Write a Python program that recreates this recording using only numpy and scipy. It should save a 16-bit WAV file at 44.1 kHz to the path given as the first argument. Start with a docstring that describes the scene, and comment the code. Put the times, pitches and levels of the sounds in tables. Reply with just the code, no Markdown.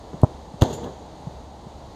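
"""On an open grass pitch a football is kicked and hits the metal crossbar: two deep thuds.
The second thud comes with a crack and a clang: bursts of noise, over fading tones of the ringing frame.
Each ball blow is made of two sharp pulses, a low swing, fluttering noise and short fading tones.
Shaped noise makes the rattling fittings, the far edge's echo, the scuffing feet and the light wind.
A wavering low tone is a distant drone."""
import sys
import numpy as np
from scipy.fft import rfft, irfft, next_fast_len
from scipy.io import wavfile
from scipy.ndimage import map_coordinates

SR = 44100
rng = np.random.default_rng(int(sys.argv[2]) if len(sys.argv) > 2 else 0)


def generate_wav(sig):
    """Save sig (samples, or channels by samples) to the path in sys.argv[1] as 16-bit PCM at SR."""
    pcm = np.round(np.clip(np.atleast_2d(sig).T, -1, 1) * 32767).astype(np.int16)
    wavfile.write(sys.argv[1], SR, pcm)


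N = 85995  # length of the scene [samples]


def amp(db):
    """Turn decibels into a gain."""
    return 10 ** (np.asarray(db) / 20)


def unit(x):
    """Scale a sound to an rms of 1."""
    return x / np.sqrt(np.mean(x ** 2) + 1e-20)


def since(start_s):
    """Seconds since a moment, zero before it."""
    return np.maximum(np.arange(N) / SR - start_s, 0)


def gains(points, hz):
    """Read a gain off a curve of (frequency [Hz], level [dB]) points, on a log frequency axis."""
    point_hz, point_db = np.transpose(points)
    return amp(np.interp(np.log(hz + 1), np.log(point_hz + 1), point_db))


def filtered(x, response):
    """Weigh each frequency of a sound by a response curve."""
    size = next_fast_len(N + SR // 2)  # spare room so the end does not wrap onto the start
    spectrum = rfft(x, size) * response(np.fft.rfftfreq(size, 1 / SR))
    return irfft(spectrum, size)[:N]


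def noise(colour):
    """Random hiss shaped by a colour curve, with an rms of 1."""
    hiss = rng.standard_normal(N)
    return unit(filtered(hiss, lambda hz: gains(colour, hz)))


def wobble(rate):
    """A smooth random curve through `rate` random points a second."""
    points = rng.standard_normal(1024)
    return map_coordinates(points, [np.arange(N) * rate / SR], mode="wrap")


def fade(t, t60):
    """Exponential decay that falls by 60 dB in t60 seconds."""
    return np.exp(-np.log(1000) * t / t60)


def bump(centre_s, width_s):
    """A smooth bell-shaped rise and fall in time."""
    return np.exp(-np.square((since(0) - centre_s) / width_s))


def burst(colour, start_s, db, rise, t60):
    """Noise that swells quickly and dies away."""
    t = since(start_s)
    envelope = (1 - np.exp(-t / rise)) * fade(t, t60)
    return amp(db) * noise(colour) * envelope


def ring(modes, start_s, rough, rate):
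    """A struck body's fading tones, each slightly rough because its phase wanders."""
    t = since(start_s)
    tones = 0
    for hz, db, t60 in modes:
        wander = rough * wobble(rate) * (1 - np.exp(-t * rate))
        tones = tones + amp(db) * fade(t, t60) * np.sin(2 * np.pi * hz * t + wander)
    rise_s = .0012
    return tones * (1 - np.exp(-np.square(t / rise_s)))


def slap(colour, start_s, size=4096):
    """One sharp pressure pulse of peak 1, with nothing before its start."""
    # folding the cepstrum packs the pulse's energy as early as its colour allows
    cepstrum = irfft(np.log(gains(colour, np.fft.rfftfreq(size, 1 / SR))))
    cepstrum[1:size // 2] *= 2
    cepstrum[size // 2 + 1:] = 0
    pulse = irfft(np.exp(rfft(cepstrum)))
    pulse = pulse / np.abs(pulse).max()
    return np.interp(np.arange(N) - start_s * SR, np.arange(size), pulse, left=0, right=0)


def thump(start_s, db, hz, length):
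    """A heavily damped low swing that starts softly and carries no steady push."""
    low_cut_hz, soft_s = 55, .0005
    t = since(start_s)
    envelope = np.exp(-(t / length) ** 4) * (1 - np.exp(-np.square(t / soft_s)))
    swing = -amp(db) * np.sin(2 * np.pi * hz * t) * envelope
    return filtered(swing, lambda f: 1 - np.exp(-np.square(f / low_cut_hz)))


# colour of the light wind and far trees: (frequency [Hz], relative level [dB])
AIR_COLOUR = [(20, -6), (35, -2), (55, 7), (80, 6), (110, 3), (160, 1), (250, 1), (400, -1.5), (620, -.5),
              (830, 0), (1000, -5.5), (1250, -15), (1600, -20), (2050, -21), (2400, -26), (3000, -23),
              (3700, -19), (4500, -20), (5400, -28), (6700, -22.5), (7700, -32), (8400, -31), (9500, -38),
              (12300, -41), (13500, -48), (15000, -49)]


def air():
    """Light wind is gently swaying noise; the far-off drone is a low tone wavering in pitch and level."""
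    drone_hz, drone_db, waver_rate = 70.5, -48.5, 8  # the rate is in random points a second
    tone = np.sin(2 * np.pi * drone_hz * since(0) + .8 * wobble(waver_rate))
    drone = tone * amp(2 * wobble(waver_rate))
    wind = amp(-42 + .5 * wobble(6)) * noise(AIR_COLOUR)
    return wind + amp(drone_db) * unit(drone)


# colour of the dull noise under the kick and in the echo: (frequency [Hz], relative level [dB])
ECHO_COLOUR = [(20, -30), (70, -12), (160, 4), (300, -1), (470, -2), (600, -5), (1050, -8), (1350, -23),
               (1700, -24), (2500, -40), (6000, -55), (15000, -70)]


def echo():
    """Dull noise begins just before the kick and fades under it; a later swell is the far edge's echo."""
    far_edge = amp(-32.5) * noise(ECHO_COLOUR) * bump(centre_s=.858, width_s=.038)
    dull_fade = burst(ECHO_COLOUR, start_s=.2295, db=-37, rise=.003, t60=.45)
    return far_edge + dull_fade


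# footfalls: (time [s], thump level before its low cut [dB], thump pitch [Hz], scuff level [dB])
STEPS = [(0.1315, -40, 200, -28.5), (0.1400, -26, 160, -37), (0.540, -30, 165, -39),
         (1.2708, -22.5, 145, -42), (1.666, -33, 170, -41)]
# colour of the dull scuff under each foot: (frequency [Hz], relative level [dB])
SCUFF_COLOUR = [(20, -25), (80, -8), (220, 1), (700, -3), (1100, -12), (1700, -32), (5000, -50),
                (15000, -70)]
# the boot brushing the grass: (time [s], level [dB], rise [s], fade by 60 dB [s])
BRUSHES = [(0.2163, -38, .0005, .012), (0.2335, -46, .0004, .008), (0.238, -40.5, .0005, .016)]
# colour of the brushed grass: (frequency [Hz], relative level [dB])
BRUSH_COLOUR = [(1500, -15), (3500, -2), (7000, -4), (9000, 0), (12000, -5), (14000, -22)]


def feet():
    """Each step is a low thump with a noisy scuff; the boot swishes through the grass as short noise."""
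    steps = 0
    for start_s, thump_db, hz, scuff_db in STEPS:
        steps = steps + thump(start_s, thump_db, hz, length=.012)
        steps = steps + burst(SCUFF_COLOUR, start_s, scuff_db, rise=.001, t60=.07)
    swish = sum(burst(BRUSH_COLOUR, *row) for row in BRUSHES)
    return steps + swish


# sharp metal contacts: (time [s], level [dB], rise [s], fade by 60 dB [s])
CLACKS = [(0.6105, -31, .003, .1), (0.6207, -14, .0003, .008), (0.6215, -33.5, .001, .06),
          (0.6366, -26, .0003, .015), (0.653, -40.5, .002, .07), (0.682, -41, .001, .02),
          (0.698, -39.5, .006, .12), (0.725, -35, .006, .09), (0.829, -50, .003, .14),
          (0.8415, -40, .001, .035)]
# colour of the sharp contacts: (frequency [Hz], relative level [dB])
CLACK_COLOUR = [(800, -15), (1700, -7), (2400, -19), (2750, -1), (3400, 1), (4400, -4), (5300, -13),
                (6500, 0), (7600, -15), (8600, -15), (9600, -25), (11800, -15), (13500, -23), (15000, -24)]
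# colour of a jingling loose fitting: (frequency [Hz], relative level [dB])
JINGLE_COLOUR = [(2500, -20), (3800, 0), (5300, -9), (6500, -2), (7050, 7), (7700, -7), (10000, -9),
                 (12000, -9.5), (15000, -13)]
# tones on which that fitting rings on: (frequency [Hz], level [dB], fade by 60 dB [s])
FITTING_MODES = [(6830, -45, .3), (6980, -48, .25), (7139, -42.5, .28)]


def fittings():
    """The bar cracks and shaken fittings clack in short noise bursts; a loose one jingles and rings on."""
    jingle_s = .730
    clacks = sum(burst(CLACK_COLOUR, *row) for row in CLACKS)
    jingle = burst(JINGLE_COLOUR, jingle_s, db=-38, rise=.005, t60=.11)
    return clacks + jingle + ring(FITTING_MODES, jingle_s, rough=.9, rate=140)


# the swaying frame knocks in its joints: (time [s], level before the low cut [dB], pitch [Hz], length [s])
KNOCKS = [(0.649, -23, 760, .006), (0.6605, -23, 400, .006), (0.707, -25, 410, .014),
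          (0.727, -29, 135, .015), (0.830, -27, 230, .011)]


def knocks():
    """Dull knocks as the goal sways, and a brief hum that rises and falls in pitch."""
    centre_s, width_s, top_hz, bend_hz = .848, .05, 482, 70  # the pitch sags by bend_hz one width away
    away = np.minimum(np.square((since(0) - centre_s) / width_s), 20)
    phase = 2 * np.pi * np.cumsum(top_hz - bend_hz * away) / SR + .4 * wobble(30)
    hum = amp(-36.5) * np.exp(-away) * np.sin(phase)
    return hum + sum(thump(*row) for row in KNOCKS)


# tones of the goal frame: (frequency [Hz], relative level [dB], fade by 60 dB [s])
FRAME_MODES = [(235, -31, .4), (332, -19, .12), (415, -39, .6), (465, -32, .9), (530, -29, .35),
               (626, -30, .5), (738, -32, .4), (856, -36, .55), (928, -33, .45), (1124, -40, .35),
               (1222, -41, .3), (1489, -46, .3), (1755, -47, .3), (3165, -47, .35), (3478, -46, .35),
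               (3523, -47, .35), (3958, -48, .35)]
# colour of the frame's dense shudder: (frequency [Hz], relative level [dB])
SHUDDER_COLOUR = [(20, -25), (60, -8), (140, 1), (280, 1), (550, -1), (950, -7), (1300, -20), (2100, -26),
                  (2450, -34), (3300, -20), (4400, -23), (5300, -33), (6700, -21), (7700, -34),
                  (10000, -45), (15000, -51)]


def frame(hit_s):
    """The struck goal clangs, rings and shudders; the shudder's treble dies a little sooner."""
    t = since(hit_s)
    shudder = noise(SHUDDER_COLOUR)
    low = filtered(shudder, lambda hz: hz < 2400)
    treble = shudder - low
    tail = (t > 0) * (low * fade(t, t60=1.35) + treble * fade(t, t60=1.25))
    # the clang starts early, as the ball grazes the frame
    clang = burst(SHUDDER_COLOUR, hit_s - .010, db=-20, rise=.004, t60=.15)
    tones = amp(-2) * ring(FRAME_MODES, hit_s, rough=.6, rate=35)
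    return amp(-28.5) * tail + clang + tones


# the ball's two blows, each: (time [s], thump level before its low cut [dB], thump pitch [Hz],
# thump length [s], slap level [dB], release level relative to the slap [dB], contact time [s])
KICK = (0.2339, -2.5, 110, .011, -2.2, -9.5, .0105)
BAR_HIT = (0.6208, -3.3, 100, .0115, -6.6, 0, .0109)
# colour of each slap: (frequency [Hz], relative level [dB])
KICK_SLAP_COLOUR = [(20, -22), (90, -5), (250, 3), (380, -1), (620, 0), (900, -6.5), (1300, -16.5),
                    (1550, -38), (1800, -60), (4000, -72), (15000, -80)]
BAR_SLAP_COLOUR = [(20, -22), (90, -5), (300, 4), (620, -2), (950, -6), (1250, -13), (1750, -22),
                   (2450, -35), (3400, -30), (6000, -42), (15000, -58)]
# colour of the skin's flutter while the ball is squashed: (frequency [Hz], relative level [dB])
FLUTTER_COLOUR = [(20, -40), (200, -8), (350, 0), (650, 1), (900, -5), (1300, -15), (1600, -34),
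                  (2000, -55), (15000, -80)]
# tones of the ball's skin and air: (frequency [Hz], level [dB], fade by 60 dB [s])
BALL_MODES = [(245, -17, .05), (392, -28, .05), (500, -26, .055), (615, -20, .06), (725, -25, .05),
              (856, -26, .05), (972, -31, .05), (1147, -36, .05), (1236, -35, .05)]


def ball(start_s, thump_db, hz, length, slap_db, release_db, contact_s, colour):
    """The ball slaps on contact, flexes, flutters, springs free, and its skin and air ping."""
    # springing free gives a second pulse, turned upside down
    release = amp(release_db) * slap(colour, start_s + contact_s)
    slaps = amp(slap_db) * (slap(colour, start_s) - release)
    flutter = amp(-22) * noise(FLUTTER_COLOUR) * bump(start_s + .008, width_s=.007)
    flex = thump(start_s + .0009, thump_db, hz, length)  # the ball's body follows the slap
    return slaps + flutter + flex + ring(BALL_MODES, start_s, rough=.1, rate=40)


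def scene():
    """Crossbar, field, feet and kick, added together in one channel."""
    bar_blow = ball(*BAR_HIT, BAR_SLAP_COLOUR)
    goal = bar_blow + frame(hit_s=BAR_HIT[0]) + knocks() + fittings()
    pitch = air() + feet()
    kick = ball(*KICK, KICK_SLAP_COLOUR)
    return (pitch + kick + goal + echo())[None]


def record(dry):
    """A very steep cut removes the highest treble."""
    top_hz = 15250
    return filtered(dry[0], lambda hz: 1 / (1 + (hz / top_hz) ** 160))[None]


dry = scene()
out = record(dry)
generate_wav(out)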